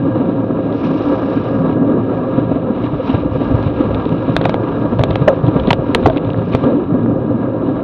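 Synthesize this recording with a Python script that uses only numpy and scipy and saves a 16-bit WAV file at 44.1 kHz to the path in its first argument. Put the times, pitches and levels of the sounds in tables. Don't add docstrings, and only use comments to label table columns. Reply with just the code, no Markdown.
import sys
import numpy as np
from scipy import signal
from scipy.fft import rfft, irfft, next_fast_len
from scipy.io import wavfile
from scipy.ndimage import uniform_filter1d

SR = 44100
rng = np.random.default_rng(int(sys.argv[2]) if len(sys.argv) > 2 else 0)


def pcm_store(signal):
    levels = np.round(np.clip(np.atleast_2d(signal), -1, 1) * 32767)
    wavfile.write(sys.argv[1], SR, levels.astype(np.int16).T)


def gain_from_decibels(decibels):
    exponent = np.asarray(decibels, float) / 20
    return 10 ** exponent


N = 345303


def unit_power(x):
    return x / np.sqrt(np.mean(x ** 2) + 1e-20)


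def drift(rate):
    r = np.exp(-80 * np.pi * rate / SR)
    chance = rng.standard_normal(N // 40 + 2002)
    slow = signal.lfilter([1], [1, -2 * r, r * r], chance)[2000:]
    return np.interp(np.arange(N) / 40, np.arange(len(slow)), unit_power(slow))


def coloured(x, spectrum, low_hz=1, high_hz=1e6):
    size = next_fast_len(N)
    hz = np.maximum(np.arange(size // 2 + 1) * SR / size, 1)
    points_hz, points_db = np.transpose(spectrum)
    window = np.sqrt(1 / (1 + (low_hz / hz) ** 12) / (1 + (hz / high_hz) ** 12))
    gain = gain_from_decibels(np.interp(np.log(hz), np.log(points_hz), points_db))
    return irfft(rfft(x, size) * window * gain, size)[:N]


def add(out, s, piece):
    i = max(round(s * SR), 0)
    out[i:i + len(piece)] += piece[:N - i]


def add_swing(out, s, t, level, hz, spread_s, turn=0):
    add(out, s + t[0], level * np.exp(-(t / spread_s) ** 2) * np.cos(2 * np.pi * (hz * t + turn)))


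# pitch in Hz, width in Hz, height in dB.
CASE_MODES = [(113, 15, 5.5), (164.4, 14, 8), (276, 150, 8), (405, 5.4, 4), (526.6, 28, 10.5),
              (639, 55, 2.5), (853, 29, -6), (959, 71, 8), (1090, 37, -0.5), (1175, 140, 8), (1342, 210, 5),
              (1507, 57, -11), (1636, 110, 12.5), (2400, 510, 5.5), (2850, 220, 7), (2920, 140, -1),
              (3855, 360, 5)]


def case(x):
    rows = []
    for hz, width, db in CASE_MODES:
        w, g = 2 * np.pi * hz / SR, gain_from_decibels(db / 2)
        a = np.pi * width / SR
        middle = -2 * np.cos(w)
        row = np.array([1 + a * g, middle, 1 - a * g, 1 + a / g, middle, 1 - a / g])
        rows.append(row / (1 + a / g))
    return signal.sosfilt(rows, x)


# time in seconds, shaking in dB, water on the asphalt in dB,
# weight on the front wheel in dB.
RIDE = [(0.0, -13, -47, -2), (0.54, -13.5, -49.5, -9), (0.98, -16, -42, -10), (1.53, -13, -46, -7),
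        (1.79, -9.5, -53.5, -6.5), (2.18, -10, -46.5, -13.5), (2.44, -16.5, -45.5, -2.5),
        (2.79, -17, -45.5, -6), (2.99, -22.5, -46, -7), (3.62, -16, -41, -6.5), (4.88, -12, -45.5, -6),
        (5.19, -21, -46, 2), (5.98, -13, -43.5, -16.5), (6.39, -19.5, -51, 4), (6.76, -7.5, -53, -14),
        (6.85, -20, -50, -29), (6.91, -13.5, -52, 0), (7.83, -12.5, -50, -12.5)]
# middle in seconds, half length in seconds, change in dB.
PUDDLES = [(0.087, 0.034, -2), (0.853, 0.022, 8), (1.724, 0.088, 5.5), (2.635, 0.17, -6.5),
           (2.848, 0.031, 7.5), (3.096, 0.064, 9.5), (3.268, 0.033, -8.5), (3.455, 0.16, 1.5),
           (3.719, 0.029, -7), (3.88, 0.1, 0.5), (4.748, 0.084, 2), (5.388, 0.071, -1),
           (5.792, 0.062, -5.5), (6.2, 0.028, -6), (6.54, 0.13, 12)]
MEAN_SHAKE_DB, MEAN_WATER_DB = -17, -46


def ride():
    t = np.arange(N) / SR
    s, *columns = np.transpose(RIDE)
    shake_db, water_db, front_db = [np.interp(t, s, c) for c in columns]
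    splash_db = sum(db * np.exp(-((t - s) / np.clip(half, .02, .2)) ** 2) for s, half, db in PUDDLES)
    return shake_db - MEAN_SHAKE_DB, water_db - MEAN_WATER_DB + splash_db, front_db


ZONE_EDGES_HZ = [85, 190, 370, 800, 1850]
# mean level in dB, then how much of the shaking, water and front weight it follows.
ZONES = [
    (-20.5, 0.56, 0.01, 0.78),
    (-21, 0.52, 0.01, 0.01),
    (-22.5, 0.22, 0.01, 0.01),
    (-31.5, 0.18, 0.41, 0.01),
    (-46, 0.01, 0.72, 0.01),
]
# shared with the others in dB, its own in dB, fast in dB.
FLICKER = [
    (-0.3, 0.2, 5),
    (0.32, 1.7, 0.06),
    (0.6, 0.36, 1.3),
    (0.82, 0.5, 0.5),
    (0.5, 1.5, 1.5),
]
JOLT_DB = [1.3, 3.9, 20, 15, 12]
EVENNESS = [.4, .6, 0, 0, 0]
# pitch in Hz, level in dB per Hz.
WALL = [(20, -57.5), (40, -27.5), (90, -17), (110, -4), (250, -15), (450, -15), (850, -24.5), (1350, -32),
        (1900, -43), (3900, -46), (4500, -63), (5600, -74.5), (7000, -108), (12000, -105)]
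EVEN_OVER_S = .02
FRAME_HZ, FRAME_Q, FRAME_LIFT = 277, 9, .9


def road(jolt, swings):
    edges = [*ZONE_EDGES_HZ, 1e6]
    together = 0.94 * drift(8.7) + 1.4 * drift(13)
    out = 0
    for k, ((mean_db, *shares), (shared, own, fast)) in enumerate(zip(ZONES, FLICKER)):
        low_hz, high_hz = edges[k], edges[k + 1]
        jolt_db = JOLT_DB[k] * jolt
        grain_db = fast * drift(110) + jolt_db * (EVENNESS[k] == 0)
        grain = rng.standard_normal(N) * gain_from_decibels(grain_db)
        hum = unit_power(case(coloured(grain, WALL, low_hz, high_hz)))
        if low_hz < FRAME_HZ < high_hz:
            mode = signal.lfilter(*signal.iirpeak(FRAME_HZ, FRAME_Q, fs=SR), hum)
            hum = unit_power(hum + FRAME_LIFT * mode)
        if EVENNESS[k]:
            span = int(EVEN_OVER_S * SR)
            power = uniform_filter1d(uniform_filter1d(hum ** 2, size=span), size=span)
            hum = unit_power(hum / (power + .05) ** (EVENNESS[k] / 2)) * gain_from_decibels(jolt_db)
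        level_db = mean_db + np.dot(shares, swings) + shared * together + own * drift(4.4)
        out = out + gain_from_decibels(level_db) * hum
    return out


# peak time in seconds, peak level in dB, pitch in Hz.
FRAME_BUMPS = [(0.4, -13.5, 258.6), (0.442, -11, 276), (0.662, -8.5, 287), (1.373, -8, 272),
               (1.823, -7.5, 259.7), (2.517, -6.5, 281), (2.706, -8, 228.6), (2.845, -8, 276),
               (3.002, -11, 513), (3.1, -7, 257.6), (3.259, -9, 281.5), (3.414, -8, 282), (3.81, -4, 289),
               (4.636, -14, 317), (5.286, -12, 346.6), (6.031, -9.5, 256), (6.073, -5, 315),
               (6.166, -7.5, 286.4), (6.729, -10, 301.5), (6.946, -7.5, 237.3), (7.3, -9, 254.4)]
# peak time in seconds, peak level in dB, pitch in Hz.
FORK_BUMPS = [(2.937, -9, 139.7), (3.147, -4.5, 109.4), (3.358, -8.5, 147.4), (3.548, -4, 113),
              (3.667, -5, 127), (4.124, -9, 151), (4.299, -7, 139), (4.367, -18, 85.4), (5.005, -5, 113.4),
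              (5.095, -13, 129.2), (5.113, -9, 103.2), (5.221, -2, 135.8), (5.443, -3.5, 133.3),
              (5.484, -3.5, 131.3), (5.564, -5, 155), (5.679, -6.5, 190), (5.713, -5, 155.2),
              (5.794, -7, 137.3), (6.388, -7.5, 114), (6.551, -7, 107.3), (6.64, -6.5, 137)]
# peak time in seconds, peak level in dB, pitch in Hz.
FRAME_HUMS = [
    (1.075, -9, 285.6),
    (1.106, -11, 279),
    (2.1, -12.5, 271.3),
    (6.664, -8, 249),
    (6.707, -10.5, 238),
    (6.756, -14.5, 280),
]
FRAME_SWING_MS, FORK_SWING_MS, HUM_MS = 12.7, 12, 28


def bumps():
    out, t = np.zeros(N), np.arange(-SR // 16, SR // 16) / SR
    rows = [(*r, FRAME_SWING_MS) for r in FRAME_BUMPS]
    rows += [(*r, FORK_SWING_MS) for r in FORK_BUMPS]
    rows += [(*r, HUM_MS) for r in FRAME_HUMS]
    turns = rng.normal(0, 0.12, len(rows))
    for (s, db, hz, ms), turn in zip(rows, turns):
        spread_s = np.clip(ms, 3, 40) / 1000 * np.where(t < 0, .5, .75)
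        add_swing(out, s, t, gain_from_decibels(db), hz, spread_s, turn)
    return out


# time in seconds, peak level in dB, pitch in Hz.
STONES = [(0.073, -7, 293.4), (0.198, -9, 269), (0.282, -14.5, 252), (0.747, -6, 278), (0.95, -7, 299),
          (0.999, -11.5, 299.6), (1.121, -11, 289), (1.179, -12.5, 271), (1.221, -6.5, 271.3),
          (1.447, -11, 282), (1.64, -7.5, 264.7), (1.685, -9, 272.5), (2.377, -2.5, 260.6),
          (2.557, -4, 257), (3.201, -9.5, 275), (3.351, -7, 273), (3.507, -5.5, 259), (3.701, -13.5, 304),
          (4.059, -9.5, 282), (4.106, -8.5, 274), (4.279, -3, 262.4), (4.591, -11.5, 343), (4.843, -5, 293),
          (4.922, -4.5, 241), (5.034, -14, 294.6), (5.208, -11, 276.3), (5.481, -4, 311.5),
          (5.559, -8.5, 277), (5.593, -15.5, 298), (5.676, -3, 259), (5.789, -8, 276.3), (5.888, -6, 283),
          (6.064, 0, 338.5), (6.538, -5.5, 244), (7.022, -9.5, 244.4), (7.237, -12, 231.5),
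          (7.554, -15, 276), (7.758, -25.5, 287)]
# time in seconds, peak level in dB, pitch in Hz.
DIPS = [(0.251, -11.5, 177.7), (0.381, -17.5, 174.4), (0.624, -11, 171.3), (0.676, -11.5, 171.3),
        (1.185, -23.5, 152), (1.583, -10.5, 149), (1.638, -14.5, 190.3), (1.788, -15.5, 119.2),
        (2.297, -17.5, 116.8), (2.37, -11.5, 128.8), (3.246, -11, 150), (3.886, -10.5, 128),
        (3.941, -14, 102), (3.988, -12.5, 109), (4.438, -9.5, 168.7), (4.597, -14.5, 125.6),
        (5.364, -15, 109), (6.046, -6.5, 119.7), (6.146, -14, 134.8), (6.267, -13, 103.7),
        (6.747, -17.5, 123.2), (6.913, -13.5, 175), (7.303, -10, 113.3)]
# time in seconds, peak level in dB, pitch in Hz.
NUDGES = [(0.939, -11.5, 531), (1.368, -16, 543), (1.643, -12.5, 546), (1.965, -11, 542), (2.211, -14, 508),
          (2.58, -18, 521), (2.683, -9, 508), (3.247, -13.5, 521), (3.35, -4.5, 513), (3.539, -8, 498),
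          (3.905, -4, 522), (5.193, -10.5, 403), (5.553, -7.5, 595), (5.674, -10.5, 507), (5.994, -9, 546),
          (6.18, -12.5, 499), (6.225, -12.5, 570), (6.47, -12, 439), (6.678, -7.5, 544),
          (6.943, -13.5, 528), (7.11, -18.5, 409), (7.235, -9, 495), (7.497, -11, 519)]
# time in seconds, peak level in dB, pitch in Hz.
RIPPLES = [(0.04, -6, 278), (0.147, -5, 305), (0.282, -7.5, 265), (0.351, -14.5, 279.6), (0.494, -8, 245),
           (0.577, -7, 297), (0.846, -6.5, 282.5), (1.303, -8, 283.3), (1.542, -6.5, 275),
           (1.599, -14, 264.3), (1.841, -11.5, 251), (1.905, -16.5, 261.7), (2.125, -9.5, 272),
           (2.239, -9, 269), (2.419, -8, 300), (2.477, -9.5, 260), (2.613, -10.5, 272), (2.665, -9, 233),
           (6.784, -7.5, 353.5), (6.895, -14, 296.6), (7.078, -14.5, 223.3), (7.339, -6, 238.6),
           (7.387, -21.5, 269), (7.493, -19.5, 287), (7.622, -7, 345), (7.674, -6.5, 271),
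           (7.787, -13, 274)]
# time in seconds, peak level in dB, pitch in Hz.
SWAYS = [(0.047, -25, 128.6), (0.329, -25, 100.8), (0.449, -24.5, 106), (0.848, -27.5, 126.2),
         (0.999, -25, 137), (1.443, -15.5, 119.5), (1.997, -19, 121.3), (2.149, -27, 113),
         (3.299, -31.5, 96.3), (5.621, -21, 125), (6.32, -12.5, 108), (7.452, -28, 122.2)]
# swell in seconds, swing length in ms, change of peak level in dB.
SOFT_BLOWS = [
    (0.00821, 16, -4),
    (.011, 23, -3.5),
    (0.0054, 11, -7),
    (.012, 24, -6),
    (.02, 52, -9),
]


def soft_blows():
    out, t = np.zeros(N), np.arange(-SR // 16, SR // 16) / SR
    for rows, (swell_s, ms, under_db) in zip([STONES, DIPS, NUDGES, RIPPLES, SWAYS], SOFT_BLOWS):
        spread_s = np.clip(ms, 3, 45) / 1000 * np.where(t < 0, .4, .8)
        for s, db, hz in rows:
            add_swing(out, s + swell_s, t, gain_from_decibels(db + under_db), hz, spread_s)
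    return out


# start in seconds, level in dB, pitch in Hz.
KNOCKS = [(4.364, -2, 660), (4.411, -7, 560), (4.455, -1, 710), (4.493, -4.5, 627), (4.542, -3.5, 523),
          (4.992, -6, 596), (5.01, -10.5, 670), (5.0352, -3.5, 640), (5.157, -5, 540), (5.706, -20, 456),
          (5.708, 1.5, 940), (5.73, -3.5, 557), (5.9493, -8, 940), (5.9509, -12, 443), (5.953, -5, 460),
          (6.031, -12, 503), (0.257, -26, 517), (1.936, -24, 530), (2.924, -27, 520), (6.939, -20, 555),
          (6.292, -17, 553), (6.343, -15, 710), (6.419, -19.5, 750), (7.06, -12, 505), (7.766, -19, 530),
          (6.548, -1, 506), (6.638, -11.5, 400)]
# start in seconds, level in dB, pitch in Hz, ring-down in seconds.
SLAMS = [(5.2727, -9, 560, .05), (5.2766, 3, 590, .14), (5.2862, 0, 580, .06), (5.2966, -8, 545, .18),
         (5.3265, -10, 530, .06), (6.0573, 2.5, 780, .07), (6.0625, 1, 420, .05), (6.0702, 2.5, 480, .022),
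         (6.0765, -9, 430, .06), (6.082, -8, 650, .05), (6.0975, -7, 640, .07)]
# times the knock pitch, level in dB, share of the ring-down.
HOLLOW = [
    (1, 0, 0.9),
    (1.3, -3.5, 0.5),
    (1.7, -7, 0.4),
    (2.35, -10, 0.35),
    (0.76, -12.5, .8),
]
KNOCK_T60_S = 0.034
SLAM_GRIP_S, SLAM_OVERTONE_DB, CHOKE_S = .0008, -5, .0007
PUNCH_DB, PUNCH_MS = 5, 2
CONTACT_LAG_S = .0012


def knocks():
    out, t = np.zeros(N), np.arange(SR // 4) / SR
    rows = [(*r, KNOCK_T60_S, False) for r in KNOCKS] + [(*r, True) for r in SLAMS]
    uneven = rng.normal(0, 1, (len(rows), len(HOLLOW)))
    for (s, db, hz, t60, heavy), chance in zip(rows, uneven):
        if heavy:
            until = min([r[0] - s for r in SLAMS if r[0] > s] + [1])
            choke = np.exp(-np.maximum(t - until + CONTACT_LAG_S, 0) / CHOKE_S)
            grip = (1 - np.exp(-t / SLAM_GRIP_S)) * choke
        else:
            punch = gain_from_decibels(PUNCH_DB) * np.exp(-t * 1000 / PUNCH_MS)
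            grip = (1 - np.exp(-t / 0.00036)) * (0.68 + punch) / 2
        for (times, mode_db, share), c in zip(HOLLOW, chance):
            mode_db = mode_db + heavy * (times > 1) * SLAM_OVERTONE_DB
            decay_db = 60 * t / np.clip(t60 * share, .004, .2)
            mode_hz = hz * times * (1 + 0.037 * c * (times != 1))
            level = gain_from_decibels(db + mode_db + 3.5 + c - decay_db)
            add(out, s + CONTACT_LAG_S, -grip * level * np.sin(2 * np.pi * mode_hz * t))
    return signal.sosfilt(signal.butter(4, 2200, fs=SR, output="sos"), out + 1e-18)


# start in seconds, level in dB, share above the wall's cut in dB, pitch in Hz.
RATTLES = [(3.808, -38, -2, 3600), (3.9444, -18, -37, 3200), (5.479, -32, -10.5, 3500),
           (6.642, -33, -14, 3600), (6.941, -37, -14, 3400), (4.3637, -7, -32, 3700),
           (4.4124, -18, -38, 1960), (4.4516, -10, -17, 3200), (4.4928, -12.5, -16, 2070),
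           (4.54, -20.5, -18, 3020), (4.9917, -18.5, -43.5, 1960), (5.035, -9, -26, 3300),
           (5.103, -24.5, -19, 3480), (5.108, -19, -36, 3395), (5.1546, -14, -37.5, 1700),
           (5.2783, -18, -27, 2500), (5.283, -34, -24, 1700), (5.286, -41, -18, 1700),
           (6.0625, -14, -21, 2700), (5.288, -22, -8, 1986), (5.5967, -25, -24, 3510),
           (5.671, -18, -30, 3800), (5.7288, -7, -32, 3540), (6.0601, -28.5, -38, 1740),
           (6.0705, -18, -7, 1750), (6.097, -22.5, -32, 3500), (6.1596, -24, -35, 2400),
           (6.17, -16, -35, 2490), (6.1777, -22, -42, 2420), (6.5315, -21, -26, 2060),
           (6.536, -21, -28, 2690), (6.5483, -8.5, -38, 3110), (6.6375, -21.5, -27, 2450)]
# start in seconds,
# level in dB, pitch in Hz.
TICKS = [(4.549, -33, 3400), (5.6795, -36, 3500), (5.698, -33, 3500), (5.719, -34, 3500), (6.05, -34, 3020),
         (0.724, -29.5, 3600), (1.711, -33, 3330), (1.726, -34, 2820), (3.625, -27.5, 3380),
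         (4.053, -25.5, 2730), (4.0907, -24.5, 2270), (4.3536, -29, 4400), (4.3657, -16.5, 2060),
         (4.4392, -21, 2830), (4.463, -28, 3200), (4.487, -29, 3240), (4.5044, -36, 3800),
         (4.986, -23.5, 3570), (5.013, -23, 2290), (5.13, -29.5, 2840), (5.464, -28, 3500),
         (5.471, -34, 3690), (5.478, -33, 2500), (5.633, -35, 2320), (5.681, -29, 3400), (6.026, -30, 2920),
         (6.035, -25, 2290), (6.1283, -32, 3800), (6.1449, -35, 2430), (6.246, -29.5, 3200),
         (6.301, -26, 2850), (6.331, -30, 3300), (6.043, -35, 3800), (6.084, -34, 3600), (5.294, -34, 3020),
         (6.3736, -32, 3300), (6.5244, -30, 3300), (6.5915, -36, 3400)]
# start in seconds, level in dB, share above the wall's cut in dB, pitch in Hz, length in ms.
GEAR_CHANGE = [
    (5.686, -23.5, -29, 2600, 5.2),
    (5.7022, -30, -5.5, 3500, 2.1),
    (5.7035, -3.5, -35, 2150, 5.7),
    (5.9463, -0.5, -12.5, 1880, 1.6),
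    (6.047, -32, -26, 2500, 4),
]
RATTLE_MS, TICK_TOP_DB = 1.8, -24.5
CRACK_BAND_HZ = (500, 3930)
CRACK_TAIL_DB, CRACK_TAIL_MS = -9.5, 7
LIGHT_DB, LIGHT_BURST, LIGHT_RING = -18.5, .55, 2.2


def cracks():
    body, top, t = np.zeros(N), np.zeros(N), np.arange(1400) / SR
    rows = [(*r, RATTLE_MS) for r in RATTLES]
    rows += [(s, db, TICK_TOP_DB, hz, RATTLE_MS) for s, db, hz in TICKS]
    rows += list(GEAR_CHANGE)
    rattle = rng.standard_normal((len(rows), len(t)))
    for (s, db, top_db, hz, ms), noise in zip(rows, rattle):
        x = t * 1000 / np.clip(ms, .3, 5)
        fade = np.exp(-x ** 2)
        burst = noise * np.minimum(6 * x, 1) * fade
        buzz = gain_from_decibels(CRACK_TAIL_DB) * np.exp(-t * 1000 / CRACK_TAIL_MS)
        tail = noise * np.minimum(x, 1) * buzz
        ringing = signal.lfilter(*signal.iirpeak(hz, 2.5, fs=SR), burst)
        if db < LIGHT_DB:
            contact = LIGHT_BURST * burst + LIGHT_RING * ringing + .5 * tail
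        else:
            contact = 1.59 * burst + 0.32 * ringing + tail
        treble = noise * np.minimum(0.93 * x, 1) * fade + 0.25 * tail
        add(body, s + CONTACT_LAG_S, gain_from_decibels(db + 0.5) * contact)
        add(top, s + CONTACT_LAG_S, gain_from_decibels(db + top_db + 5.5) * treble)
    body = signal.sosfilt(signal.butter(2, CRACK_BAND_HZ[0], "high", fs=SR, output="sos"), body + 1e-18)
    body = signal.sosfilt(signal.butter(12, CRACK_BAND_HZ[1], fs=SR, output="sos"), body)
    top = signal.sosfilt(signal.butter(2, [4400, 6800], "band", fs=SR, output="sos"), top + 1e-18)
    soft_top = signal.sosfilt(signal.butter(2, 8000, fs=SR, output="sos"), top)
    return body + soft_top + gain_from_decibels(-13.5) * np.gradient(top)


# pitch in Hz, level in dB per Hz.
BRAKE_COLOUR = [(1700, -25.5), (2300, 8.5), (4000, 1.5), (5500, -1.5), (6200, -10), (6900, -28.5),
                (8800, -41), (12000, -53)]
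BRAKE_JUDDER_HZ, BRAKE_JUDDER_DB = 28.2, 2.5
SQUEEZE_S, SQUEEZE_LENGTH_S, SQUEEZE_DB = .715, .89, -64
BITE_S, LET_GO_S, PAD_FADE_DB_PER_S = .025, .09, 7
PAD_DRAG_DB, DRAG_PER_WATER = -72, 1.1


def brake(water_db):
    t = np.arange(N) / SR - SQUEEZE_S
    squeeze = np.clip(np.minimum(t / BITE_S, 1 + (SQUEEZE_LENGTH_S - t) / LET_GO_S), 0, 1)
    grip = squeeze * gain_from_decibels(SQUEEZE_DB - PAD_FADE_DB_PER_S * t)
    judder_hz = BRAKE_JUDDER_HZ * (1 + 0.055 * drift(5.7))
    judder = np.sin(2 * np.pi * np.cumsum(judder_hz) / SR)
    grit = rng.standard_normal(N) * gain_from_decibels(BRAKE_JUDDER_DB * judder + 2.5 * drift(90))
    level = grip + gain_from_decibels(PAD_DRAG_DB + DRAG_PER_WATER * water_db)
    return level * gain_from_decibels(13.0) * unit_power(case(coloured(grit, BRAKE_COLOUR)))


# peak time in seconds, peak level in dB.
GUSTS = [(1.7, -34.5), (2.51, -32), (2.88, -29), (3.12, -31), (3.3, -24), (3.53, -20), (3.7, -35),
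         (3.81, -31.5), (3.95, -21.5), (4.379, -29.5), (4.99, -25), (5.12, -30.5), (5.21, -28), (5.32, -50),
         (5.47, -41.5), (5.6, -29.5), (5.69, -19.5), (6.06, -15), (6.89, -33), (7.09, -43), (7.22, -38.5),
         (7.82, -28.5)]
GUST_RISE_DB_PER_S, GUST_FALL_DB_PER_S = 168, 153
BREEZE_DB, BREEZE_PER_WATER = -35, 0.4


def wind(water_db):
    t, gusts = np.arange(0, N, 32) / SR, 0
    for s, db in GUSTS:
        below_db = np.where(t < s, GUST_RISE_DB_PER_S * (s - t), GUST_FALL_DB_PER_S * (t - s))
        gusts = gusts + gain_from_decibels(db - below_db)
    level = np.interp(np.arange(N) / SR, t, gusts) + gain_from_decibels(BREEZE_DB + BREEZE_PER_WATER * water_db)
    lumps = rng.standard_normal(N) * gain_from_decibels(0.65 * drift(13))
    return level * unit_power(coloured(lumps, WALL, 0.79, ZONE_EDGES_HZ[0]))


def scene():
    swings = ride()
    water_db = swings[1]
    thumps = bumps() + soft_blows()
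    jolt = uniform_filter1d(np.abs(thumps), size=400)
    mix = road(jolt, swings) + thumps + knocks() + cracks() + brake(water_db) + wind(water_db)
    return mix[None]


def top_cut(x):
    return signal.sosfilt(signal.butter(12, 17140, fs=SR, output="sos"), x)


OVERLOAD, KNEE, INPUT_CUT_HZ = 1.1, 5, 17000
SELF_NOISE_DB = -81.5


def record(dry):
    held = dry / (1 + np.abs(dry / OVERLOAD) ** KNEE) ** (1 / KNEE)
    held = np.clip(held, -1, 1)
    hiss = gain_from_decibels(SELF_NOISE_DB) * signal.lfilter([1], [1, -.9], rng.standard_normal(N))
    hiss = signal.sosfilt(signal.butter(2, 7500, fs=SR, output="sos"), hiss) + gain_from_decibels(-10.0) * hiss
    held = signal.sosfilt(signal.butter(2, INPUT_CUT_HZ, fs=SR, output="sos"), held + hiss)
    fade_in = np.minimum(np.arange(N) / 60, 1)
    return top_cut(held * fade_in)


dry = scene()
out = record(dry)
pcm_store(out)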